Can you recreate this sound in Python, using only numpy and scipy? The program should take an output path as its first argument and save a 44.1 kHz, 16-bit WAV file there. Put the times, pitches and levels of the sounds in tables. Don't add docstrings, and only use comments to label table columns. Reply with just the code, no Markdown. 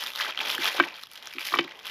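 import sys
import numpy as np
from scipy import signal
from scipy.fft import rfft, irfft, next_fast_len
from scipy.io import wavfile
from scipy.ndimage import map_coordinates

SR = 44100
rng = np.random.default_rng(int(sys.argv[2]) if len(sys.argv) > 2 else 0)


def ratio_of_db(decibels):
    return 10 ** (np.asarray(decibels, float) / 20)


def materialize(psi):
    bounded = np.clip(np.atleast_2d(psi).T, -1, 1)
    quanta = np.round(bounded * 32767).astype(np.int16)
    wavfile.write(sys.argv[1], SR, quanta)


N = 83790

# [f/Hz, density/dB per Hz]
FIZZ = [(2500, -11.5), (5000, 5), (8000, -10.5), (12000, 1), (14500, 3), (15900, -20)]


def unit(x):
    return x / np.sqrt(np.mean(x ** 2) + 1e-20)


def along(points, hz):
    f, v = np.transpose(points)
    return np.interp(np.log(hz + 1), np.log(f + 1), v)


def wobble(rate):
    return map_coordinates(rng.standard_normal(800), [np.arange(N) * np.clip(rate, 1, 400) / SR])


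def coloured(x, spectrum):
    m = 2 * next_fast_len(N // 2 + 4096)
    level_db = np.maximum(along(spectrum, np.fft.rfftfreq(m, 1 / SR)), -80)
    cepstrum = irfft(np.log(ratio_of_db(level_db)), m)
    cepstrum[1:m // 2] *= 2
    cepstrum[m // 2 + 1:] = 0
    return irfft(rfft(x, m) * np.exp(rfft(cepstrum)), m)[:N]


def scatter(s, shapes):
    at = np.round(s * SR).astype(int)[:, None] + np.arange(shapes.shape[1])
    return np.bincount(at.ravel(), shapes.ravel(), N + SR)[:N]


def pings(s, db, hz, cycles, size):
    turn = np.arange(size) / SR * np.clip(hz, 200, 9000)[:, None]
    rise = (1 - np.exp(-2 * turn)) ** 2
    tone = np.sin(2 * np.pi * turn) * np.exp(-turn / cycles)
    return scatter(s, ratio_of_db(db)[:, None] * tone * rise)


def ticks(s, db, life_s):
    t = np.arange(256) / SR
    noise = rng.standard_normal((len(s), len(t)))
    shape = np.exp(-t / life_s) * (1 - np.exp(-2 * t / life_s))
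    return scatter(s, ratio_of_db(db)[:, None] * noise * shape)


def crowd(per_s, size_db, count):
    u = rng.random((count, 3))
    db = np.minimum(-size_db * np.log(1 - u[:, 1]), 12)
    unused = u[:, 2] * count * SR / N > per_s
    return u[:, 0] * N / SR, db - 200 * unused


def small_creases():
    at, db = crowd(per_s=2000, size_db=2, count=5000)
    colour = rng.standard_normal((len(at), 2))
    hz = 2750 * 2 ** np.minimum(0.61 * colour[:, 0], 1)
    ping_db = db + 2.5 * np.minimum(colour[:, 0], 0)
    creases = unit(pings(at, ping_db, hz, cycles=1.78, size=256))
    crisp = unit(coloured(ticks(at, db + 3 * colour[:, 1], life_s=0.00032), FIZZ))
    return creases, ratio_of_db(-20) * crisp


def sliding_film():
    # [f/Hz, density/dB per Hz]
    film = [(290, -52), (500, 2), (1500, 0.5), (2060, -26), (3130, 11.5), (7500, -23), (9750, -117),
            (16500, -120)]
    return ratio_of_db(-6 + 3.4 * wobble(44.28)) * unit(coloured(rng.standard_normal(N), film))


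def film_fizz():
    at, db = crowd(per_s=1800, size_db=5, count=8000)
    fine = ratio_of_db(-17.5) * unit(coloured(ticks(at, db, life_s=0.0003), FIZZ))
    return fine + ratio_of_db(-19.5) * unit(coloured(rng.standard_normal(N), FIZZ))


def dragging_load(weight_db):
    # [f/Hz, density/dB per Hz]
    dull = [(35, -50), (60, -31.5), (318, -11), (396, -10), (543, -8), (1100, -5.5), (1430, -39.5),
            (2420, -120)]
    return ratio_of_db(-15.5 + weight_db + 3.2 * wobble(29.89)) * unit(coloured(rng.standard_normal(N), dull))


def bag():
    # [t/s, effort/dB, crispness/dB, weight on the plate/dB]
    hands = [(0, -36.5, 6, -13), (0.081, -42, 11, 10), (0.128, -50.5, 12.5, 3), (0.201, -35.5, 4.5, 1),
             (0.292, -35, 1, 4), (0.332, -50.5, -4, 6), (.365, -44.5, -2, 4),
             (.41, -38.5, 1, 11), (0.499, -33.5, 10, 7.5), (.59, -41, 8, 7), (0.66, -26, 3.5, 6),
            (0.742, -37.5, 6, 4.5), (.86, -42.5, 3, 16.5), (0.929, -49, 0, 11), (1.031, -50, 7, -13),
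            (1.09, -61.5, 10, 10.5),
             (1.16, -51.5, 10, 6.5), (1.22, -52, 5, 6.5), (1.27, -46, 6.5, 11.5), (1.36, -49.5, 5, -16),
           (1.459, -38.5, 12.5, -13), (1.56, -40, 8, 9.5), (1.65, -48.5, -8, 14.5), (1.835, -55, 7.5, 11.5),
           (1.862, -43.5, 8, 5.5)]
    s, *curves = np.transpose(hands)
    effort_db, crisp_db, weight_db = [np.interp(np.arange(N) / SR, s, c) for c in curves]
    clumps = ratio_of_db(effort_db + 3 * wobble(220) + 0.94 * wobble(260))
    creases, crisp = small_creases()
    slide = sliding_film()
    fizz = ratio_of_db(crisp_db + 2.0 * wobble(90)) * (crisp + film_fizz())
    return clumps * (creases + slide + fizz) + ratio_of_db(effort_db) * dragging_load(weight_db)


def snaps():
    # [t/s, peak level/dB, f/Hz, crispness/dB]
    early = [(0.008, -28, 2660, 10), (0.0376, -26.5, 1210.0, 17), (0.0634, -17.5, 3400, -1),
             (0.0706, -18.5, 3620, 1), (0.0796, -22.5, 2500, -1), (0.103, -24.5, 2680, 3),
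             (0.1187, -25, 3270, -3), (0.135, -23.5, 3470.0, 0), (0.1524, -22.5, 3600, 3),
             (0.1588, -17.5, 3900, 4), (0.1745, -23.5, 3320, -4), (0.1906, -19, 3600, 1),
             (0.2, -17, 1670, -1), (0.2067, -19, 1200, -2), (0.216, -18, 1900, -1), (0.225, -25, 3130, 0),
             (0.236, -19, 3370, -6), (0.2467, -22.5, 1250, -4), (0.265, -20.5, 1530, -4),
             (0.2955, -24, 2480, -12), (0.3081, -21.5, 3130, -5.5), (0.323, -22, 2570, -21),
             (0.3338, -31, 2700, -9), (0.3473, -24.5, 2230, -10), (0.3752, -12.5, 3200, -15),
             (0.3804, -30, 1850, -11), (0.3905, -14.5, 3280, -5), (0.4033, -14.5, 2410, -10),
             (0.4072, -14, 3300, -16), (0.4129, -18, 3000, -5), (0.451, -21, 2440, 1),
             (0.476, -17.5, 3230.0, -7), (0.4948, -15.5, 2570, 0), (0.501, -9.5, 3430, -5),
             (0.5226, -17, 3380, -11), (0.55, -14.5, 3070, 4.5), (0.5548, -19, 3170, -11),
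             (0.5802, -17, 1680.0, 0), (0.6132, -24, 2250, -11), (0.625, -19, 1960.0, 1),
             (0.6436, -18.5, 2660, 8.5), (0.6558, -9, 3270, -9), (0.6643, -13, 3120, 3)]
    late = [(0.6787, -17, 3200, -15), (0.683, -14, 3190.0, 1), (0.7195, -20, 2500, -8.5),
            (0.8802, -22, 2550, -19), (0.8861, -24.5, 2420, -10), (0.9073, -29, 2560.0, -13),
            (0.9306, -33, 2370, -10), (0.9417, -28, 4200, -14), (0.966, -34, 3580, 6),
            (0.978, -35.5, 2400, 0), (0.9847, -35, 1334, 3.5), (1.03, -31, 3870, -1),
            (1.035, -22.5, 3880, 2), (1.07, -33.5, 3400, 5), (1.1147, -35, 3100.0, 11.5),
            (1.1561, -30.5, 3120.0, 5), (1.1604, -30, 3120, 0), (1.1752, -29, 3970, 1),
            (1.2194, -43, 1310.0, -3), (1.2572, -29.5, 3900, 6.5), (1.272, -20, 5700, -7),
            (1.3084, -30.5, 2870, -12), (1.327, -29.5, 2330.0, -2), (1.3368, -28, 2320, 5.5),
            (1.3841, -16.5, 2500, -12), (1.3945, -23.5, 2380, 2), (1.4078, -21, 2580, 2.5),
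            (1.413, -23, 2310, -11), (1.4701, -26, 2330.0, 11), (1.4863, -21.5, 2170.0, -33),
            (1.5283, -17, 3820, -4), (1.6464, -27, 3790.0, -6), (1.6782, -26.5, 2200, -13),
            (1.7107, -27, 3130, -25), (1.7195, -30.5, 2050, -16), (1.7549, -34.5, 2860.0, -5),
            (1.7913, -30.5, 3230, -3), (1.837, -33.5, 2630, -9), (1.8549, -21.5, 2720, 1),
            (1.8682, -22, 3230, 6), (1.8737, -23.5, 3400, -3), (1.878, -25, 2980, 2),
            (1.898, -23, 3320, -10)]
    further = [(0.792, -18, 2400, -4), (0.826, -19.5, 2900, -8.5), (1.1343, -38, 3300, 15),
               (1.4664, -30.5, 2210, 16.5), (1.552, -20, 3900, 4), (1.578, -24, 5000, -22),
               (1.5865, -21, 2250, -24)]
    s, db, hz, crisp_db = np.transpose(early + late + further)
    stray = rng.standard_normal((len(s), 4))
    out = pings(s, db + 3, hz, cycles=2.4, size=512)
    for k, body_hz in enumerate((1412, 3150)):
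        body_s = s + 0.001068 * abs(stray[:, k])
        out = out + pings(body_s, db - 2, body_hz * 2 ** (0.15 * stray[:, k + 2]), cycles=1.1, size=512)
    click = np.zeros(N)
    click[0] = 1
    crisp = coloured(ticks(s, db + crisp_db - 7, life_s=0.0009), FIZZ)
    return out + crisp / np.linalg.norm(coloured(click, FIZZ))


def plate_rocking():
    low_hz, high_hz, rock_t60 = 290, 344, 0.072
    push_hz, push_db, push_t60 = 165.4, -22.5, 0.23
    # [t/s, level/dB, signed share of the lower tone]
    thumps = [(0.588, -26.5, 0.55), (0.789, -24.5, 0.28), (0.798, -19.5, -0.57), (0.8063, -21, 1),
              (1.352, -38.5, 0.71), (1.367, -35.5, 0.85), (1.524, -32, -0.18), (1.544, -27, 0.17),
              (1.573, -29.5, 0.95), (1.591, -16, 0.21), (1.606, -25, 0.65), (1.648, -30, 0.43)]
    t = np.arange(SR // 4) / SR
    rise = 1 - np.exp(-t / 0.0032)
    push = ratio_of_db(push_db - 60 * t / push_t60) * np.sin(2 * np.pi * push_hz * t)
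    fade = ratio_of_db(-60 * t / rock_t60)
    low = np.sin(2 * np.pi * low_hz * t)
    high = np.sin(2 * np.pi * high_hz * t)
    rocks = [ratio_of_db(db) * rise * (push + fade * (high + share * low)) for _, db, share in thumps]
    return scatter(np.array([row[0] for row in thumps]), np.array(rocks))


def packet_knocks():
    # [t/s, level/dB, favoured f/Hz, spread/octaves, crack level/dB]
    knocks = [(.7465, -28, 600, .3, -30), (.7815, -24, 1300, .4, -9), (.837, -22, 1900, .7, -9),
              (1.522, -28, 1100, .4, -20), (1.559, -22, 1050, .3, -20), (1.571, -26, 2900, .4, -9),
              (1.609, -26, 2900, .4, -9), (.8005, -22, 580, .4, -30), (1.5886, -17, 1200, .3, -30),
              (1.5935, -21, 2100, .3, -9), (1.59, -25, 560, .3, -30), (.7995, -4.5, 1360, .7, -19),
              (1.5388, -13.5, 1150, .6, -30), (1.5406, -17, 1850, .6, -30), (1.5884, -11, 2800, .55, -35)]
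    # [f/Hz, level/dB, time to fade by 60 dB/s]
    tones = [(560, -13, .02), (725, -14, .03), (1050, -12, .018), (1165, -8, .02), (1550, -10, .026),
             (1841, -12, .03), (2008, -8, .028), (2290, -6, .036), (2540, -8, .022), (3040, -4, .027),
             (3460, -7, .022), (4100, -14, .015)]
    t = np.arange(SR // 4) / SR
    hz, level_db, t60 = np.transpose(tones)[..., None]
    rebounds = [(s + 0.0027, db - 3, near_hz * 1.15, octaves) for s, db, near_hz, octaves, _ in knocks]
    blows = [row[:4] for row in knocks] + rebounds
    rise = 1 - np.exp(-t / 0.0002)
    rings = []
    for _, db, near_hz, octaves in blows:
        off_pitch_db = 4.1 * (np.log2(hz / near_hz) / octaves) ** 2
        fading = ratio_of_db(level_db - off_pitch_db - 60 * t / t60)
        rings.append(ratio_of_db(db) * np.sum(fading * np.sin(2 * np.pi * hz * t), 0) * rise)
    s, db, _, _, crack_db = np.transpose(knocks)
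    crack_colour = [(200, 6), (1200, 20.5), (3500, 28.0), (6000, 5), (12000, -65)]
    crack = coloured(ticks(s, db + crack_db, life_s=0.0004), crack_colour)
    s, db, near_hz, _ = np.transpose(blows)
    thud = pings(s, db + 7.5, near_hz, cycles=1.7, size=256)
    return crack + thud + scatter(s, np.array(rings))


def room(x):
    # [f/Hz, time to fade by 60 dB/s]
    fade = [(200, 0.16), (2000, 0.14), (10000, 0.021)]
    hz, t, z = signal.stft(rng.standard_normal(SR // 3), SR, nperseg=256)
    tail = signal.istft(z * ratio_of_db(-60 * t / along(fade, hz)[:, None]), SR, nperseg=256)[1]
    late = np.pad(x, (90, 0))
    return signal.fftconvolve(late, tail / np.linalg.norm(tail))[:N]


def scene():
    plastic = bag() + snaps()
    plate = plate_rocking() + packet_knocks()
    echo = room(ratio_of_db(-14) * plastic + ratio_of_db(-19) * plate)
    return (plastic + plate + echo)[None]


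def roll_off(x):
    return signal.sosfilt(signal.butter(12, 15900, fs=SR, output="sos"), x)


def record(dry):
    # [f/Hz, density/dB per Hz]
    hiss = [(20, -17), (70, 0), (200, 0), (1000, -5), (3200, -7), (6000, -33), (13000, -19), (15900, -64)]
    # [f/Hz, gain/dB]
    mic = [(40, -19), (170, 0), (7700, 0), (8330, -9), (8900, -1.5), (10000, 0.5), (15750, -8.5),
           (16050, -26)]
    still = ratio_of_db(-66) * unit(coloured(rng.standard_normal(N), hiss))
    mix = np.clip(coloured(dry[0], mic) + still, -1, 1)
    return roll_off(mix[None])


dry = scene()
out = record(dry)
materialize(out)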